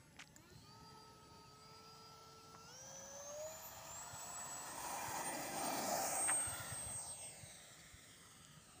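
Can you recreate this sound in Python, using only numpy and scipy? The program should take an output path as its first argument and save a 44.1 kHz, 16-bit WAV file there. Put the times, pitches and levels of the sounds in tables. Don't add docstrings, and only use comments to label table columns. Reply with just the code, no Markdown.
import sys
import numpy as np
from scipy import signal
from scipy.io import wavfile
from scipy.ndimage import uniform_filter1d, map_coordinates

SR = 44100
rng = np.random.default_rng(int(sys.argv[2]) if len(sys.argv) > 2 else 0)


def how_loud(loudness_db):
    steps = np.asarray(loudness_db, float) / 20
    return 10 ** steps


def wrap_up_sound(samples):
    columns = np.atleast_2d(samples).T
    tamed = np.clip(columns, -1, 1)
    steps = np.round(tamed * 32767).astype(np.int16)
    wavfile.write(sys.argv[1], SR, steps)


N = 388080
TIME = np.arange(N) / SR
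SOUND_M_PER_S = 343
BLADES = 11


def evened(x):
    return x / np.sqrt(np.mean(x ** 2) + 1e-20)


def curve(rows):
    s, *columns = np.transpose(rows)
    return [np.interp(TIME, s, column) for column in columns]


def add(mix, s, sound):
    part = mix[round(s * SR):][:len(sound)]
    part += sound[:len(part)]


def drift(rate_hz):
    span = max(int(SR / rate_hz / 2), 1)
    return evened(uniform_filter1d(uniform_filter1d(rng.standard_normal(N), span), span))


def resonate(x, hz, *widths_hz):
    turn = np.exp(2j * np.pi * np.cumsum(hz * np.ones(len(x))) / SR)
    for width_hz in widths_hz:
        r = np.exp(-np.pi * width_hz / SR)
        x = 2 * (turn * signal.lfilter([1 - r], [1, -r], x / turn)).real
    return x


def noise(colour, patchy_db, size=512):
    frames, hz = 4 * N // size + 5, np.fft.rfftfreq(size, 1 / SR)
    f, level_db = np.transpose(colour)
    a, b, patches = rng.standard_normal((frames, len(hz), 3)).T
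    patches = uniform_filter1d(patches, size=3, axis=0)
    patches = evened(uniform_filter1d(patches, size=40, axis=1))
    shape_db = np.interp(np.log(hz + 1), np.log(f), level_db, -90, -90)
    z = (a + 1j * b) * how_loud(shape_db[:, None] + patchy_db * patches)
    return evened(signal.istft(z, nperseg=size, noverlap=3 * size // 4)[1][:N])


def echoed(x, ms, strength, dull_hz):
    strength = np.clip(strength, -1, 1)
    low = signal.filtfilt(*signal.butter(1, dull_hz, fs=SR), x)
    delay = uniform_filter1d(ms, size=1000) * SR / 1000
    late = map_coordinates(low, [np.arange(N) - delay], order=1)
    return (x + strength * late) / np.sqrt(1 + strength ** 2)


def tone(turns, db, waver_db, rate_hz):
    level = np.sqrt(2) * how_loud(db + waver_db * drift(rate_hz))
    return level * np.sin(2 * np.pi * (turns + rng.random()))


# middle in seconds, rise time in seconds, change of shaft speed in Hz.
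THROTTLE = [(0.099, 0.065, -26.0), (.41, 0.029, 65), (0.579, 0.052, 69.5), (0.724, 0.038, 17),
            (1.25, 0.068, -13), (1.611, 0.078, 21.0), (2.705, 0.027, 61), (2.8, 0.048, 33.5),
            (3.229, 0.081, 52.5), (3.426, 0.04, 45), (3.722, 0.028, 7.5), (3.971, 0.025, 54.5),
            (4.63, 0.026, 25.5), (4.758, 0.041, 64)]
IDLE_HZ = 307.6
PASS_S, LANE_M = 5.777, 5.63
PASS_M_PER_S, GAIN_M_PER_S2 = 10.09, 2.011


def flight():
    t = np.arange(0, N / SR + .01, .005)
    shaft = IDLE_HZ + sum(hz / (1 + np.exp((s - t) / rise)) for s, rise, hz in THROTTLE)
    speed = np.maximum(PASS_M_PER_S + GAIN_M_PER_S2 * (t - PASS_S), 0)
    along = (speed ** 2 - PASS_M_PER_S ** 2) / (2 * GAIN_M_PER_S2)
    metres = np.hypot(along, LANE_M)
    heard = shaft * (1 - speed * along / metres / SOUND_M_PER_S)
    return curve(np.transpose([t, shaft, heard, metres, along / metres]))


# time in seconds, loudness in dB, brightness in dB.
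AIR = [(.3, -86, 12.5), (.89, -72.5, -3), (1.27, -75, -2), (2.05, -70.5, -0.5), (2.64, -72.5, 2.5),
       (2.81, -67, 0), (3.21, -64, -1.5), (3.5, -62.5, -1), (4.7, -57.5, -1), (4.85, -53.5, -1),
       (5.34, -50.5, -3.5), (5.51, -52, -2), (5.67, -46.5, -5.5), (6.1, -51, 5), (6.36, -55, 5),
       (6.9, -60.5, 6.5), (7.28, -62, 1.5), (8.8, -69, -4)]
# level in dB, share of loudness, share of brightness, gain from the front in dB,
# gain after the climb in dB.
LAYERS = [
    (-1.5, 1.01, 0.031, -0.6, -17),
    (-0.94, 1.01, 0.041, 0.5, 1),
    (-0.74, 0.96, 1.01, 0.4, 2.5),
    (-3, 1.37, 1.12, 2, 6),
    (-4, 0.93, 1.07, 2, 1),
]
PIVOT_DB = -58
LIFT_S, CLIMB_S = 6.92, 1.9


def air_db():
    (loud, bright), behind = curve(AIR), flight()[3]
    climbed = np.clip((TIME - LIFT_S) / CLIMB_S, 0, 1) ** 2
    return [PIVOT_DB + db + a * (loud - PIVOT_DB) + b * bright - front_db * behind + up_db * climbed
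            for db, a, b, front_db, up_db in LAYERS]


# frequency in Hz, level in dB.
FIELD = [(250, -6.5), (500, -8.5), (900, -11.5), (1300, -15), (2500, -16), (4000, -19), (6500, -18),
         (7600, -21.5), (8600, -34), (9800, -27), (11000, -16.5), (12300, -36), (13800, -34), (15200, -21),
         (15900, -42)]


def field():
    return how_loud(-70.5) * noise(FIELD, 3.7, size=1024)


# time in seconds, level in dB.
WIND = [(0.0, -70), (0.71, -66), (2.28, -69.5), (4.21, -65.5), (5.64, -67.5), (6.84, -61.5), (6.98, -66.5),
        (8.8, -71)]
# frequency in Hz, level in dB.
WIND_COLOUR = [(20, -30), (40, -69), (65, -5), (100, -3.5), (150, -2.5), (220, -7.5), (330, -13.5),
               (500, -23.5)]
# start in seconds, peak in dB, frequency in Hz, length in seconds.
PUFFS = [(0.381, -56, 126, 0.039), (0.544, -50.5, 120, 0.032), (2.548, -57, 153, 0.041),
         (4.123, -43.5, 110, 0.032), (5.07, -44, 107.4, 0.036), (6.465, -40.5, 96.7, 0.031),
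         (6.513, -45, 96.4, 0.038), (6.591, -41.5, 114.6, 0.032), (6.712, -39, 109, 0.032),
         (6.857, -40, 99, 0.028), (6.941, -44, 111, 0.035), (7.266, -56, 135.4, 0.033),
         (7.424, -42.5, 117, 0.026), (7.929, -47.5, 82, 0.032), (8.489, -56, 155, 0.043),
         (8.549, -52, 150, 0.056)]


def wind():
    out = how_loud(curve(WIND)[0] + 1.76 * drift(25)) * noise(WIND_COLOUR, 1.0, size=2048)
    for s, db, hz, length in PUFFS:
        t = np.arange(0, length, 1 / SR)
        add(out, s, how_loud(db - 4.5) * np.hanning(len(t)) * np.sin(2 * np.pi * hz * (t - length / 2)))
    return out


def far_hum():
    return how_loud(-75.5) * evened(resonate(rng.standard_normal(N), 154.6, 12))


# multiple of the whistle, plus multiple of the shaft, start in seconds,
# end in seconds, level in dB.
SIDEBANDS = [
    (1, -6, .22, 0.36, -82),
    (1, 12, .36, 0.58, -85),
    (2, -6, .53, .7, -89),
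    (2, -6, 1.8, 2.75, -101),
]
WHISTLE_HZ, WHISTLE_HZ_PER_S, WHISTLE_END_S = 8004, 11, 4.3


def controller():
    heard = flight()[1]
    hz = WHISTLE_HZ + WHISTLE_HZ_PER_S * TIME
    out = tone(np.cumsum(hz) / SR, -83.5, 5, 9) * np.clip((WHISTLE_END_S - TIME) / 1.4, 0, 1)
    for whistles, shafts, start, end, side_db in SIDEBANDS:
        gate = np.clip(np.minimum(TIME - start, end - TIME) / .03, 0, 1)
        turns = np.cumsum(whistles * hz + shafts * heard) / SR
        out += gate * tone(turns, side_db, 2.1, 16)
    return out


def shaft_turns():
    return np.cumsum(flight()[1] * (1 + 0.000787 * drift(36.0))) / SR


# multiple of the shaft, idle level in dB, swell time in seconds, swell level in dB.
COGGING = [(1, -78, .41, -71), (1, -99, .46, -70), (1, -99, .52, -72), (2, -82, .42, -90),
           (3, -81, .42, -77), (4, -90, .45, -77), (4, -99, .51, -76), (5, -88, .495, -73),
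           (6, -84, .38, -84), (7, -83, .43, -77)]


def cogging(turns):
    out = np.zeros(N)
    for k, idle_db, s, swell_db in COGGING:
        idle = how_loud(idle_db) * np.clip((.5 - TIME) / .15, 0, 1)
        swell = how_loud(swell_db) * np.exp(-((TIME - s) / .045) ** 2)
        out += (idle + swell) * tone(k * turns, -2, 3, 40)
    return out


# multiple of the shaft, level in dB against the duct noise.
FAINT = [(4, -31), (5, -27), (7, -31), (12, -21)]


def faint_shaft(turns):
    body_db, out = air_db()[1], np.zeros(N)
    for k, db in FAINT:
        standing_db = 4 * (TIME < 2.6)
        before_pass_db = -15 * (k > BLADES) * (TIME < PASS_CHANGE_S)
        out += tone(k * turns, body_db + db + standing_db + before_pass_db, 4, 12)
    return out


PASS_CHANGE_S = 5.75
# start in seconds, peak in dB, ring in Hz, width in Hz, t60 in seconds.
TICKS = [(.128, -57, 6000, 3000, .004), (.143, -62, 4500, 3000, .004), (0.1657, -51, 1900, 1500, 0.0055),
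         (.1656, -54, 500, 1200, 0.006), (.1654, -58, 5000, 5000, .003), (0.193, -40, 3000, 5000, .004),
         (0.1961, -41.5, 2600, 2000, .005), (.2005, -48, 3800, 3000, .004), (0.205, -45, 1500, 1200, .006),
         (0.2145, -46, 4000, 4000, .004), (0.2207, -43, 2190, 1500, .006), (0.223, -45, 4500, 4000, .004),
         (.275, -49, 4770, 1800, 0.0051), (.363, -45.5, 7060, 1500, 0.0056), (.363, -55, 1700, 600, 0.0093),
         (.363, -52, 15100, 1500, .006), (.363, -55, 4600, 1500, 0.0069), (0.367, -50, 7250, 1200, 0.029),
         (.504, -52, 6770, 2200, 0.0066), (.553, -60, 2600, 2000, .005), (.954, -82, 14640, 1980, 0.0046),
         (2.549, -47.5, 1100, 1400, 0.013), (2.957, -46, 2500, 3500, 0.005),
         (8.4497, -51, 3300, 2000, 0.0024), (8.4495, -43, 7100, 3000, .003)]
KNOCK = [
    (6.2786, -37, 1500, 1800, .008),
    (6.283, -35, 1900, 1400, .008),
    (6.2875, -39, 2400, 1600, .006),
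    (6.2912, -38, 1700, 1400, .006),
    (6.2957, -26.5, 1350, 1500, .006),
    (6.301, -37, 1950, 1200, .01),
    (6.305, -36, 900, 800, .01),
    (6.3072, -39, 1600, 1200, .01),
    (6.3105, -40, 850, 600, .012),
]
# start in seconds, length in seconds, rms in dB, centre in Hz, width in Hz.
RASPS = [(0.188, 0.0433, -59.5, 2200, 1400), (.195, 0.035, -61, 1430, 700), (.187, .013, -61.5, 900, 600),
         (0.189, 0.037, -61.5, 6100, 3200), (0.232, 0.013, -65, 4100, 6200),
         (6.278, 0.037, -47, 1800, 1200), (6.276, 0.057, -51, 920, 590), (2.54, 0.025, -61, 750, 1200)]


def handling():
    out, t = np.zeros(N), np.arange(1500) / SR
    for s, db, hz, width_hz, t60 in TICKS + KNOCK:
        strike = 12 * (t == 0)
        burst = how_loud(-60 * t / t60) * (rng.standard_normal(len(t)) - strike)
        tick = resonate(burst, hz, width_hz, width_hz, width_hz)
        add(out, s, how_loud(db) * tick / abs(tick).max())
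    for s, length, db, hz, width_hz in RASPS:
        scrape, chance, size = rng.random((round(length * SR), 3)).T
        grit = (scrape - .5) * (0.25 + (chance < .08) * how_loud(10 * size))
        rasp = resonate(grit, hz, width_hz, width_hz, 2 * width_hz)
        add(out, s, how_loud(db) * evened(rasp) * signal.windows.tukey(len(rasp), .2))
    return out


# frequency in Hz, level in dB.
ROAR = [(400, -24), (520, -4), (620, 4), (780, 3.5), (950, -0.5), (1060, -14.5), (1300, -2)]
BODY = [(1050, -34), (1260, 4), (1450, -12), (1780, -2.5), (2030, -2), (2200, -5.5), (2550, -6.5),
        (2800, -5), (3300, -4.5), (3750, -8.5), (4250, -12.5), (4900, -9)]
HISS = [(3800, 1.5), (4800, 3.5), (5800, 7.5), (6800, 10), (7800, 6.5), (9000, -20), (10500, -44)]
FIZZ = [(8500, -24), (9800, -14.5), (11500, -18.5), (12800, -20.5), (13800, -20), (14300, -11),
        (14800, -8.5), (15500, 0.5), (16000, -13)]
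# time in seconds, frequency in Hz, dB against the roar.
BOOM = [(.5, 860, 4), (1.3, 867, -1), (1.7, 887, 3), (3.5, 866, -4), (4.5, 1010, -0.5), (5.2, 860, 0.5),
        (5.5, 716, -10), (5.95, 639, 1), (6.4, 790, -11)]
BOOM_WIDENS_S = (1.43, 2.3)
# time in seconds, height of the duct in metres, strength 0-1.
ROAD = [(5.3, .11, .1), (5.8, .126, .65), (6.0, .116, .92), (6.2, .118, .92), (6.4, .1, .75),
        (6.6, .1, .45), (6.88, .13, .75), (7.0, .27, .85), (7.1, .445, .82), (7.2, .72, .8),
        (7.3, .975, .8), (7.4, 1.17, .8), (7.6, 1.5, .8), (7.8, 1.79, .76), (8.0, 2.03, .78),
        (8.5, 2.94, .85), (8.8, 3.85, .85)]
# time in seconds, delay in ms, strength 0-1.
CASE = [(.3, 0.2, 0.44), (2.3, 0.2, 0.68), (3, .18, 0.58), (3.8, 0.19, 0.28), (5.25, 0.14, 0.54),
        (5.7, 0.17, 0.12), (6, 0.11, 0), (7.2, .25, 0.1), (7.7, .25, 0.14), (8.8, 0.26, 0.19)]
WRIST = [(.3, 0.67, 0.5), (1.5, 0.707, 0.33), (2.8, 0.74, 0.16), (4.1, 0.73, 0.23), (5, .66, 0.07),
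         (6.2, 0.8, 0.07), (6.8, 0.48, 0)]
HOLDER = [(.3, 1.16, 0.3), (1.65, 1.4, .35), (2.5, 1.38, 0.36), (3.5, 1.24, 0.4), (4.3, 1.15, 0.26),
          (5.1, 1.21, 0.28), (5.55, 1.2, .45), (5.9, 1.2, 0.24), (6.28, 1.36, .15), (6.36, 1.31, .35),
          (6.65, 1.52, 0.4), (7.3, 1.55, 0.05), (7.9, 1.56, 0.1), (8.8, 1.7, 0.18)]
CHEST = [(.3, 2.7, 0.2), (1.65, 1.74, 0.26), (2.1, 2.7, 0.07), (3.15, 1.57, 0.1), (3.75, 2.4, 0.09),
         (4.95, 2.07, 0.12), (6.25, 1.54, 0.05), (6.36, 1.72, 0.13), (6.75, 1.73, .25), (7.05, 1.8, 0.18),
         (7.35, 1.9, .25), (7.6, 1.6, 0.25), (8.8, 1.86, 0.1)]
# time in seconds, delay after the holder's in ms, strength 0-1.
EDGE = [(.3, .1, 0.1), (1.5, 0.067, 0), (2.2, 0.054, 0.18), (3.5, 0.059, 0.13), (4.4, 0.15, 0.01),
        (5.5, 0.11, 0.24), (6.1, 0.27, 0.02), (6.75, 0.093, 0.38), (7.3, 0.09, 0.26), (8.8, 0.093, 0)]
CAMERA_M = 1.3


def air():
    levels_db, (_, heard, metres, _) = air_db(), flight()
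    kinds = zip(levels_db, (ROAR, BODY, HISS, FIZZ), (1.4, 1.9, 1.7, 1.5))
    flow = sum(how_loud(db) * noise(colour, patchy_db) for db, colour, patchy_db in kinds)
    boom_hz, boom_db = curve(BOOM)
    narrow, wide = (evened(resonate(rng.standard_normal(N), boom_hz, w, w)) for w in (100, 270))
    share = np.interp(TIME, BOOM_WIDENS_S, (0, .9))
    flow += how_loud(levels_db[0] + boom_db) * (np.sqrt(1 - share) * narrow + np.sqrt(share) * wide)
    hump = resonate(rng.standard_normal(N), BLADES * heard, 1500, 1500)
    flow += how_loud(levels_db[4]) * evened(hump)
    flow *= how_loud(0.78 * drift(25.0)) * np.clip((TIME - .3) / 0.27, 0, 1)
    height, strength = curve(ROAD)
    road_ms = 2000 * height * CAMERA_M / metres / SOUND_M_PER_S
    flow = echoed(flow, road_ms, strength, 8000)
    for rows, dull_hz in ((CASE, 9000), (WRIST, 7000), (HOLDER, 7500), (CHEST, 6000)):
        flow = echoed(flow, *curve(rows), dull_hz)
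    extra, strength = curve(EDGE)
    return echoed(flow, curve(HOLDER)[0] + extra, -strength, 7500)


# middle in seconds, half length in seconds,
# level in dB.
LOBES = [(0.544, 0.066, -77), (.7, .08, -68), (0.87, 0.045, -68), (1.03, 0.091, -69.5), (1.3, 0.036, -70),
         (1.404, 0.057, -73), (1.498, .04, -71), (1.65, 0.063, -69), (1.759, .05, -69.5),
         (1.971, 0.17, -67.5), (2.452, 0.12, -80), (2.882, 0.17, -59), (3.2, 0.16, -57.5),
         (3.512, 0.15, -59.5), (3.717, 0.088, -67), (3.97, 0.074, -57.5), (4.412, 0.34, -53),
         (4.707, 0.018, -65), (4.785, 0.025, -65), (4.928, 0.095, -63), (5.286, 0.042, -48.5),
         (5.482, .06, -59), (5.592, .035, -54), (5.669, 0.016, -47), (5.733, 0.013, -56), (5.79, .03, -58),
         (5.873, .025, -57), (6.002, 0.027, -63), (6.321, 0.17, -37.5), (6.785, 0.11, -48),
         (6.974, 0.074, -47), (7.11, 0.04, -48.5), (7.235, 0.064, -52.5), (7.449, 0.21, -63),
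         (7.897, 0.21, -77.5), (8.297, 0.27, -71), (8.747, 0.11, -69.5)]
# frequency in Hz, level in dB.
OCTAVE = [(6500, -82), (7500, -86), (8800, -87), (9700, -92), (10500, -100), (12800, -95), (14100, -67.5),
          (15300, -76)]


def blades(turns):
    between = how_loud(air_db()[1] - 18.5)
    beam = between + sum(how_loud(db) * np.exp(-((TIME - s) / half) ** 2) for s, half, db in LOBES)
    waver_db = 1.5 + .7 * (TIME < 2.7) - .9 * (TIME > 6.05)
    out = beam * tone(BLADES * turns, 0, waver_db, 14) * (TIME > .3)
    f, db = np.transpose(OCTAVE)
    octave_db = np.interp(2 * BLADES * flight()[1], f, db, -120, -120)
    return out + tone(2 * BLADES * turns, octave_db, 4, 10)


# start in seconds, length in seconds, from Hz, to Hz, level in dB.
CHIRPS = [(.445, 0.065, 2850, 2470, -80), (0.61, .03, 3250, 3300, -79), (.65, .035, 3000, 3350, -77),
          (.96, .03, 3000, 3220, -79), (1.212, .035, 3000, 3300, -77), (1.43, 0.065, 2890, 2410, -76),
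          (2.362, 0.066, 2930, 2460, -76), (2.68, 0.0495, 3250, 3400, -73), (3.292, 0.037, 2880, 2890, -74),
          (3.5, .04, 2480, 2380, -68), (3.56, 0.034, 2420, 2380, -71)]


def bird():
    out = np.zeros(N)
    for s, length, from_hz, to_hz, db in CHIRPS:
        hz = np.linspace(from_hz, to_hz, round(length * SR))
        chirp = np.hanning(len(hz)) ** .5 * np.sin(2 * np.pi * np.cumsum(hz) / SR)
        add(out, s, how_loud(db + 5.0) * chirp)
    return out


DUCT_S = (0.619, .75, 1.4, 1.6)
DUCT_HZ = 908


def singing_duct():
    breath = evened(resonate(rng.standard_normal(N), DUCT_HZ, 6.2))
    clean = tone(np.cumsum(DUCT_HZ + 5.2 * drift(6.2)) / SR, 0, 2.0, 15)
    return how_loud(-72) * (.45 * breath + clean) * np.interp(TIME, DUCT_S, (0, 1, 1, 0))


# frequency in Hz, width in Hz, level at the pass in dB.
SHELL = [(455, 82, -57.5), (578, 116, -47), (585, 34, -44), (610.5, 30, -38), (657, 40, -54),
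         (707, 50, -55), (790, 18.1, -52.5), (860, 33, -60), (1124, 71, -50), (1240, 100, -58),
         (1367, 194, -52), (1560, 300, -59), (2415, 290, -63.5), (2775, 250, -60), (3147, 650, -59),
         (4070, 250, -62.5), (4750, 180, -66.5)]
# multiple of the shaft, level in dB, twinkle in dB, change from behind in dB.
ORDERS = [
    (1, -0.5, 1.45, -23.5),
    (2, -11, 4.5, -11),
    (3, -0.5, 0.7, -49),
    (6, -5, 4, -2),
]
BEHIND_FROM = 0.72
HATCH_S, HATCH_DROP_DB = 3.525, -4


def shell(turns):
    shaft, _, metres, behind = flight()
    shade = np.clip((behind - BEHIND_FROM) / (1 - BEHIND_FROM), 0, 1)
    full_power = TIME > 4.7
    hatch_db = HATCH_DROP_DB * np.interp(TIME - HATCH_S, (0, .02, .3, .5), (0, 1, 1, 0))
    out = np.zeros(N)
    for k, db, waver_db, behind_db in ORDERS:
        power = sum((how_loud(peak_db) / (1 + (2 * (k * shaft - hz) / width) ** 4)) ** 2
                    for hz, width, peak_db in SHELL)
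        level_db = db + behind_db * shade - 2 * full_power + (k == 1) * hatch_db
        sound = tone(k * turns, level_db, waver_db + 3.5 * full_power, 16.3)
        out += np.sqrt(power) * LANE_M / metres * sound * np.clip((TIME - .62) / .03, 0, 1)
    return out


# middle in seconds, half length in seconds, from Hz, to Hz, level in dB.
SWELLS = [(1.74, 0.16, 2150, 2400, -76.5), (3.007, 0.37, 6170, 6050, -62.5), (3.949, 0.49, 1174, 1232, -66),
          (5.354, 0.24, 1930, 2000, -57), (5.75, 0.081, 4300, 4600, -63), (5.901, 0.1, 4840, 5200, -56),
          (6.05, 0.13, 5100, 6320, -58), (6.551, .2, 1430, 1370, -56), (6.6, .15, 3380, 3700, -64.5),
          (6.621, .2, 1890, 1820, -60), (7.549, 0.14, 3920, 3700, -67.5), (5.85, .15, 272, 250, -56.5),
          (5.4, .15, 560, 566, -57), (6.1, .12, 560, 553, -55), (5.85, 0.11, 2300, 2240, -63),
          (6.6, 0.14, 1040, 1000, -61.5), (5.62, .1, 1050, 966, -60), (5.95, .1, 11600, 13300, -65),
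          (6.12, .12, 766, 734, -54.5), (5.85, .12, 200, 205, -58.5), (4.63, .12, 790, 795, -70),
          (5.6, .1, 2280, 2400, -66), (.97, 0.043, 880, 880, -66), (6.58, .08, 15000, 15000, -59.5),
          (8.05, .5, 2090, 1980, -73), (5.12, .12, 1540, 1590, -61), (5.6, .1, 200, 200, -62.5),
          (5.55, .12, 5060, 5200, -64), (6.38, .07, 7300, 7400, -60), (5.12, .08, 6800, 6900, -59),
          (5.9, 0.09, 7100, 7000, -53), (1.0, .3, 1797, 1800, -79), (2.2, 0.31, 3200, 3180, -78)]


def swells():
    out = np.zeros(N)
    for s, half, from_hz, to_hz, db in SWELLS:
        u = np.linspace(-2, 2, round(4 * half * SR))
        hz, width = from_hz + (to_hz - from_hz) * (u + 1) / 2, 0.094 * from_hz
        band = resonate(rng.standard_normal(len(u)), hz, width, width)
        add(out, s - 2 * half, how_loud(db) * np.exp(-u ** 2) * evened(band))
    return out


# frequency in Hz, level in dB.
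WHEEL_COLOUR = [(150, 4.5), (210, -3.5), (320, 7.5), (400, -6.5), (480, -2.5)]


def wheels():
    _, _, metres, behind = flight()
    level_db = -51.5 - 3.0 * (metres - LANE_M) - 2 * behind
    return how_loud(level_db) * noise(WHEEL_COLOUR, 1.5, size=1024)


def scene():
    turns = shaft_turns()
    around = field() + wind() + far_hum() + handling() + bird()
    rotor = cogging(turns) + faint_shaft(turns) + blades(turns) + shell(turns)
    jet = controller() + rotor + air() + singing_duct() + swells() + wheels()
    return (around + jet)[None]


def top_cut(x):
    return signal.sosfilt(signal.butter(12, 16440, fs=SR, output="sos"), x)


def record(dry):
    edge = signal.firwin(1001, 15460, window=("kaiser", 9), fs=SR)
    return top_cut(signal.oaconvolve(dry, edge[None], "same"))


dry = scene()
out = record(dry)
wrap_up_sound(out)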